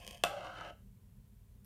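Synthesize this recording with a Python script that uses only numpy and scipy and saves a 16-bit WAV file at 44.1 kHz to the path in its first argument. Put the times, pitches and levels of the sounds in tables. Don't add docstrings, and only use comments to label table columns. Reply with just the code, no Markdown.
import sys
import numpy as np
from scipy import signal
from scipy.fft import rfft, irfft
from scipy.io import wavfile
from scipy.ndimage import uniform_filter1d

SR = 44100
rng = np.random.default_rng(int(sys.argv[2]) if len(sys.argv) > 2 else 0)


def ratio_of_db(decibels):
    return 10 ** (np.asarray(decibels, float) / 20)


def log_audio(samples):
    frames = np.atleast_2d(samples).T
    limited = np.clip(frames, -1, 1)
    pcm = np.round(limited * 32767).astype(np.int16)
    wavfile.write(sys.argv[1], SR, pcm)


N = 72765
T = np.arange(N) / SR

# [f/Hz, level/dB per Hz]
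RUMBLE_SPECTRUM = [(26, -31.5), (45, 0), (75, -11.5), (114, -5.5), (156, -19), (205, -12), (306, -39),
                   (394, -29), (700, -43), (910, -70.5), (1540, -120)]
# [f/Hz, level/dB per Hz]
HISS_SPECTRUM = [(410, -42.5), (700, -2.5), (1030, 2), (1140, -2.5), (3240, -5.5), (5020, -8.5),
                 (15000, -3), (15900, -9.5), (16500, -30.5)]
RUMBLE_DB, HISS_DB = -58.5, -77.5
FAN_HZ, FAN_WIDTH_HZ, FAN_DB = 194.4, 11, -72

# [t/s, peak level/dB]
RIM_CLICKS = [(.0476, -41.5), (.0662, -35.5), (.0768, -30), (.0845, -43), (.0900, -42.5), (.1020, -52),
              (.1058, -49), (.1094, -34.5), (.1232, -47.5), (.1298, -42), (.1462, -42), (.1500, -45),
              (.1728, -45), (.1798, -46)]
# [t/s, level/dB]
RIM_SCRAPE = [(0, -53.5), (.03, -58.5), (.06, -58), (.09, -59), (.12, -57.5), (.15, -58), (.19, -66),
              (.235, -67)]
# [f/Hz, t60/s, click level/dB, scrape level/dB, moment of a crest t/s]
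LID_MODES = [(537, 0.031, -9, -0.5, 0.084), (690, 0.034, -20.5, 0, 0.013), (1080, .02, -19.5, -2.5, 0.27),
             (1680, 0.027, -19, -7, .03), (2550, 0.015, -16.5, 4, 0.035), (2926, 0.0091, -6.5, 6, 0.0073),
             (3180, 0.014, -0.5, 5, 0.082), (3870, .008, -13.5, -6.5, 0.044)]
# [f/Hz, level/dB]
LID_TOP = [(1300, -14), (3900, -1), (6000, -2), (7600, -14), (8800, 1.5), (10200, -7), (12000, 2.5),
           (16000, -17.5)]
LID_TOP_T60_S, LID_TOP_CLICK_DB, LID_TOP_SCRAPE_DB = .007, 13.5, 13
RIM_GRIT_PER_S, RIM_SPREAD_DB, RIM_CONTACT_MS = 2500, 2, .042
LID_CREST_DB, LID_CREST_EVERY_S = 4.5, .062
SOUND_LATE_S, LID_LOW_HZ = .0001, 324

ROOM_T60_S, ROOM_TREBLE_T60_S, ROOM_DB, ROOM_GAP_S = .27, .3, -9.5, 0.0056

# [t/s, peak level/dB, contact/ms]
BLOWS = [
    (0.2372, -14, .1),
    (.2487, -29, .25),
]
# [t/s, peak level/dB]
BUMPS = [(.364, -41), (.368, -38), (.408, -36), (.432, -36), (.447, -34), (.465, -52), (.502, -48),
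         (.5571, -45), (.610, -31), (.633, -81), (.650, -35), (.678, -42.5), (.698, -41)]
# [t/s, level/dB]
BOARD_ROLL = [(.25, -42), (.3, -46), (.35, -46), (0.369, -42.5), (.42, -48.5), (.46, -45), (.53, -50.5),
              (.62, -47), (.7, -49)]
# [f/Hz, t60/s, blow level/dB, roll level/dB, crest place along the path/0-1]
BOARD_MODES = [(462, .04, -16.5, -13.5, 0.92), (551.5, 0.041, -11.5, 0, 0.29),
               (650, 0.044, -6.5, 7.5, 0.27), (713, .03, 5, 3.5, 0.4), (785, 0.022, -4, 2, .2),
               (899, 0.051, -23, -8.5, 0), (1167, 0.039, 0.5, -7, .5), (1276, 0.039, -8, -5.5, 0.74),
               (1427, 0.038, -2.5, -2, 0.69), (1620, 0.033, -3.5, -4.5, 0.8), (2402, 0.011, -15, -13, 0.9),
               (2623, .035, 1.5, -17, 0.1), (3020, 0.019, -10, -11, .86), (3549, 0.015, -24.5, -19, 0.6)]
# [f/Hz, level/dB]
BLOW_TOP = [(1700, -10.5), (2200, -3), (3200, 2.5), (4500, -14), (7000, -9), (10000, -17), (12500, -7.5),
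            (16000, -24)]
# [f/Hz, level/dB]
ROLL_TOP = [(900, 7), (1900, 1.5), (3000, -3), (4300, -18.5), (6000, -22), (9000, -27.5), (12500, -22.5),
            (16000, -43.5)]
# [f/Hz, t60/s, blow level/dB, roll level/dB]
TABLE_MODES = [(172, .12, -20, -22.5), (313.6, 0.044, -25.5, -15)]
BLOW_TOP_T60_S, BLOW_TOP_DB, ROLL_TOP_T60_S, ROLL_TOP_DB = 0.018, 18.5, 0.008, 13.5
CREST_DB, CRESTS_AT_1KHZ = 9, 1.1
LEAVES_S, LEAVE_FADE_S = .707, 0.0016
GRIT_PER_S, GRIT_SPREAD_DB, LUMPY_DB = 5000, 2, 1.16
BUMP_DB, BUMP_CONTACT_MS, CRACK_MS = -9.5, 0.083, .032
ROLL_CONTACT_HZ, BOARD_LOW_HZ = 6140, 400
BASS_LATE_MS_AT_1KHZ = .3
TWIN_SHARE, TWIN_LATE_S = .035, 0.003999

# [t/s, peak level/dB]
TICKS = [
    (1.6464, -56.5),
    (1.649, -63),
]
# [f/Hz, t60/s, level/dB]
TICK_MODES = [(5700, 0.0048, -7), (11700, 0.0034, 6), (12830, .003, 2)]

TOP_HZ = 15850


def level(x, db):
    return x * ratio_of_db(db) / np.sqrt(np.mean(x ** 2))


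def walk(rate):
    k = int(SR / rate)
    smooth = uniform_filter1d(rng.standard_normal(N), k)
    return level(uniform_filter1d(smooth, k), 0)


def coloured(points, db):
    f = np.fft.rfftfreq(N, 1 / SR) + 1
    hz, shape_db = np.array(points).T
    gain = ratio_of_db(np.interp(np.log(f), np.log(hz), shape_db, -90, -90))
    return level(irfft(rfft(rng.standard_normal(N)) * gain, N), db)


def mode(x, hz, t60):
    pole = np.exp(2j * np.pi * hz / SR - np.log(1000) / (max(t60, 1e-3) * SR))
    return signal.lfilter([1], [1, -pole], x).imag


def dense(x, points, t60):
    burst = coloured(points, 0)[:4096] * ratio_of_db(-60 * T[:4096] / t60)
    return signal.fftconvolve(x, burst / np.sqrt(np.sum(burst ** 2)))[:N]


def taps(rows, ms=.04):
    x = np.zeros(N)
    for row in rows:
        contact_ms = row[2] if len(row) > 2 else ms
        width = max(contact_ms, .02) / 4000
        at = slice(int(row[0] * SR) - 64, int(row[0] * SR) + 64)
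        push = np.exp(-.5 * ((T[at] - row[0]) / width) ** 2)
        x[at] += ratio_of_db(row[1]) * push / (width * SR * np.sqrt(2 * np.pi))
    return x


def grit(per_s, spread_db, curve):
    hit, size, sign = rng.random((3, N))
    strike = np.clip((per_s / SR - hit) * 86000.0, 0, 1)
    x = strike * ratio_of_db(-spread_db * np.log(size + 1e-4)) * np.sign(sign - .5)
    return level(x, 0) * ratio_of_db(np.interp(T, *np.array(curve).T))


def late(x, s):
    return np.interp(T - s, T, x, 0, 0)


def thin(x, hz):
    return signal.sosfilt(signal.butter(3, hz, "high", fs=SR, output="sos"), x)


def air():
    fan = mode(rng.standard_normal(N), FAN_HZ, np.log(1000) / np.pi / FAN_WIDTH_HZ)
    rumble = coloured(RUMBLE_SPECTRUM, RUMBLE_DB) * ratio_of_db(1.1 * walk(5))
    return rumble + level(fan, FAN_DB) + coloured(HISS_SPECTRUM, HISS_DB)


def lid():
    clicks = taps([(s + SOUND_LATE_S, db) for s, db in RIM_CLICKS], ms=RIM_CONTACT_MS) * ratio_of_db(-6.5)
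    scrape = grit(RIM_GRIT_PER_S, RIM_SPREAD_DB, list(RIM_SCRAPE) + [(.24, -120)]) * ratio_of_db(-23)
    top_push = ratio_of_db(LID_TOP_CLICK_DB) * clicks + ratio_of_db(LID_TOP_SCRAPE_DB) * scrape
    out = dense(top_push, LID_TOP, LID_TOP_T60_S)
    for k, (hz, t60, click_db, scrape_db, crest_s) in enumerate(LID_MODES):
        off_crest = np.sin(np.pi * (T - crest_s) / LID_CREST_EVERY_S) ** 2
        push = ratio_of_db(click_db) * clicks + ratio_of_db(scrape_db - LID_CREST_DB * off_crest) * scrape
        out = out + (-1) ** k * mode(push, hz, t60)
    return thin(out, LID_LOW_HZ)


def room(x):
    t = T[:SR // 2]
    noise = rng.standard_normal(len(t))
    low = signal.sosfilt(signal.butter(2, 3000, fs=SR, output="sos"), noise)
    tail = low * ratio_of_db(-60 * t / ROOM_T60_S) + (noise - low) * ratio_of_db(-60 * t / ROOM_TREBLE_T60_S)
    tail = tail * (1 - np.exp(-(t / ROOM_GAP_S) ** 2))
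    return signal.fftconvolve(x, tail / np.sqrt(np.sum(tail ** 2)))[:N] * ratio_of_db(ROOM_DB)


def rolling(start):
    leaving = np.exp(np.clip((T - LEAVES_S) / LEAVE_FADE_S * 4, -50, 50))
    on_board = (T > start) / (1 + leaving)
    roll = grit(GRIT_PER_S, GRIT_SPREAD_DB, BOARD_ROLL) * on_board * ratio_of_db(-22 + LUMPY_DB * walk(40))
    roll = signal.lfilter(*signal.butter(2, ROLL_CONTACT_HZ, fs=SR), roll)
    return roll + taps(BUMPS, ms=BUMP_CONTACT_MS) * ratio_of_db(BUMP_DB)


def board():
    start = BLOWS[0][0]
    roll = rolling(start)
    blow = taps(BLOWS) * ratio_of_db(-11)
    crack = taps([row[:2] for row in BLOWS], ms=CRACK_MS) * ratio_of_db(-5.5)
    out = ratio_of_db(BLOW_TOP_DB) * dense(crack, BLOW_TOP, BLOW_TOP_T60_S)
    out = out + ratio_of_db(ROLL_TOP_DB) * dense(roll, ROLL_TOP, ROLL_TOP_T60_S)
    place = (T - start) / (LEAVES_S - start)
    for k, (hz, t60, blow_db, roll_db, crest) in enumerate(BOARD_MODES):
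        crests = CRESTS_AT_1KHZ * (hz / 1000) ** 0.059
        off_crest = np.sin(np.pi * crests * (place - crest)) ** 2
        push = ratio_of_db(roll_db - CREST_DB * off_crest) * roll
        hit = late(ratio_of_db(blow_db) * blow, BASS_LATE_MS_AT_1KHZ / hz)
        twin = .7 * mode(late(push, TWIN_LATE_S), hz * (1 + TWIN_SHARE), t60)
        out = out + mode(hit, hz, t60) + (-1) ** k * (mode(push, hz, t60) + twin)
    out = thin(out, BOARD_LOW_HZ)
    for hz, t60, blow_db, roll_db in TABLE_MODES:
        out = out + mode(ratio_of_db(blow_db) * blow + ratio_of_db(roll_db) * roll, hz, t60)
    return out


def tick():
    touch = taps(TICKS)
    return sum(ratio_of_db(db + 1) * mode(touch, hz, t60) for hz, t60, db in TICK_MODES)


def scene():
    near = lid() + board() + tick()
    return (near + room(near) + air())[None]


def low_pass(x):
    return signal.sosfilt(signal.butter(12, 16650, fs=SR, output="sos"), x)


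def record(dry):
    mix = signal.sosfilt(signal.butter(14, TOP_HZ, fs=SR, output="sos"), dry)
    return low_pass(mix)


dry = scene()
out = record(dry)
log_audio(out)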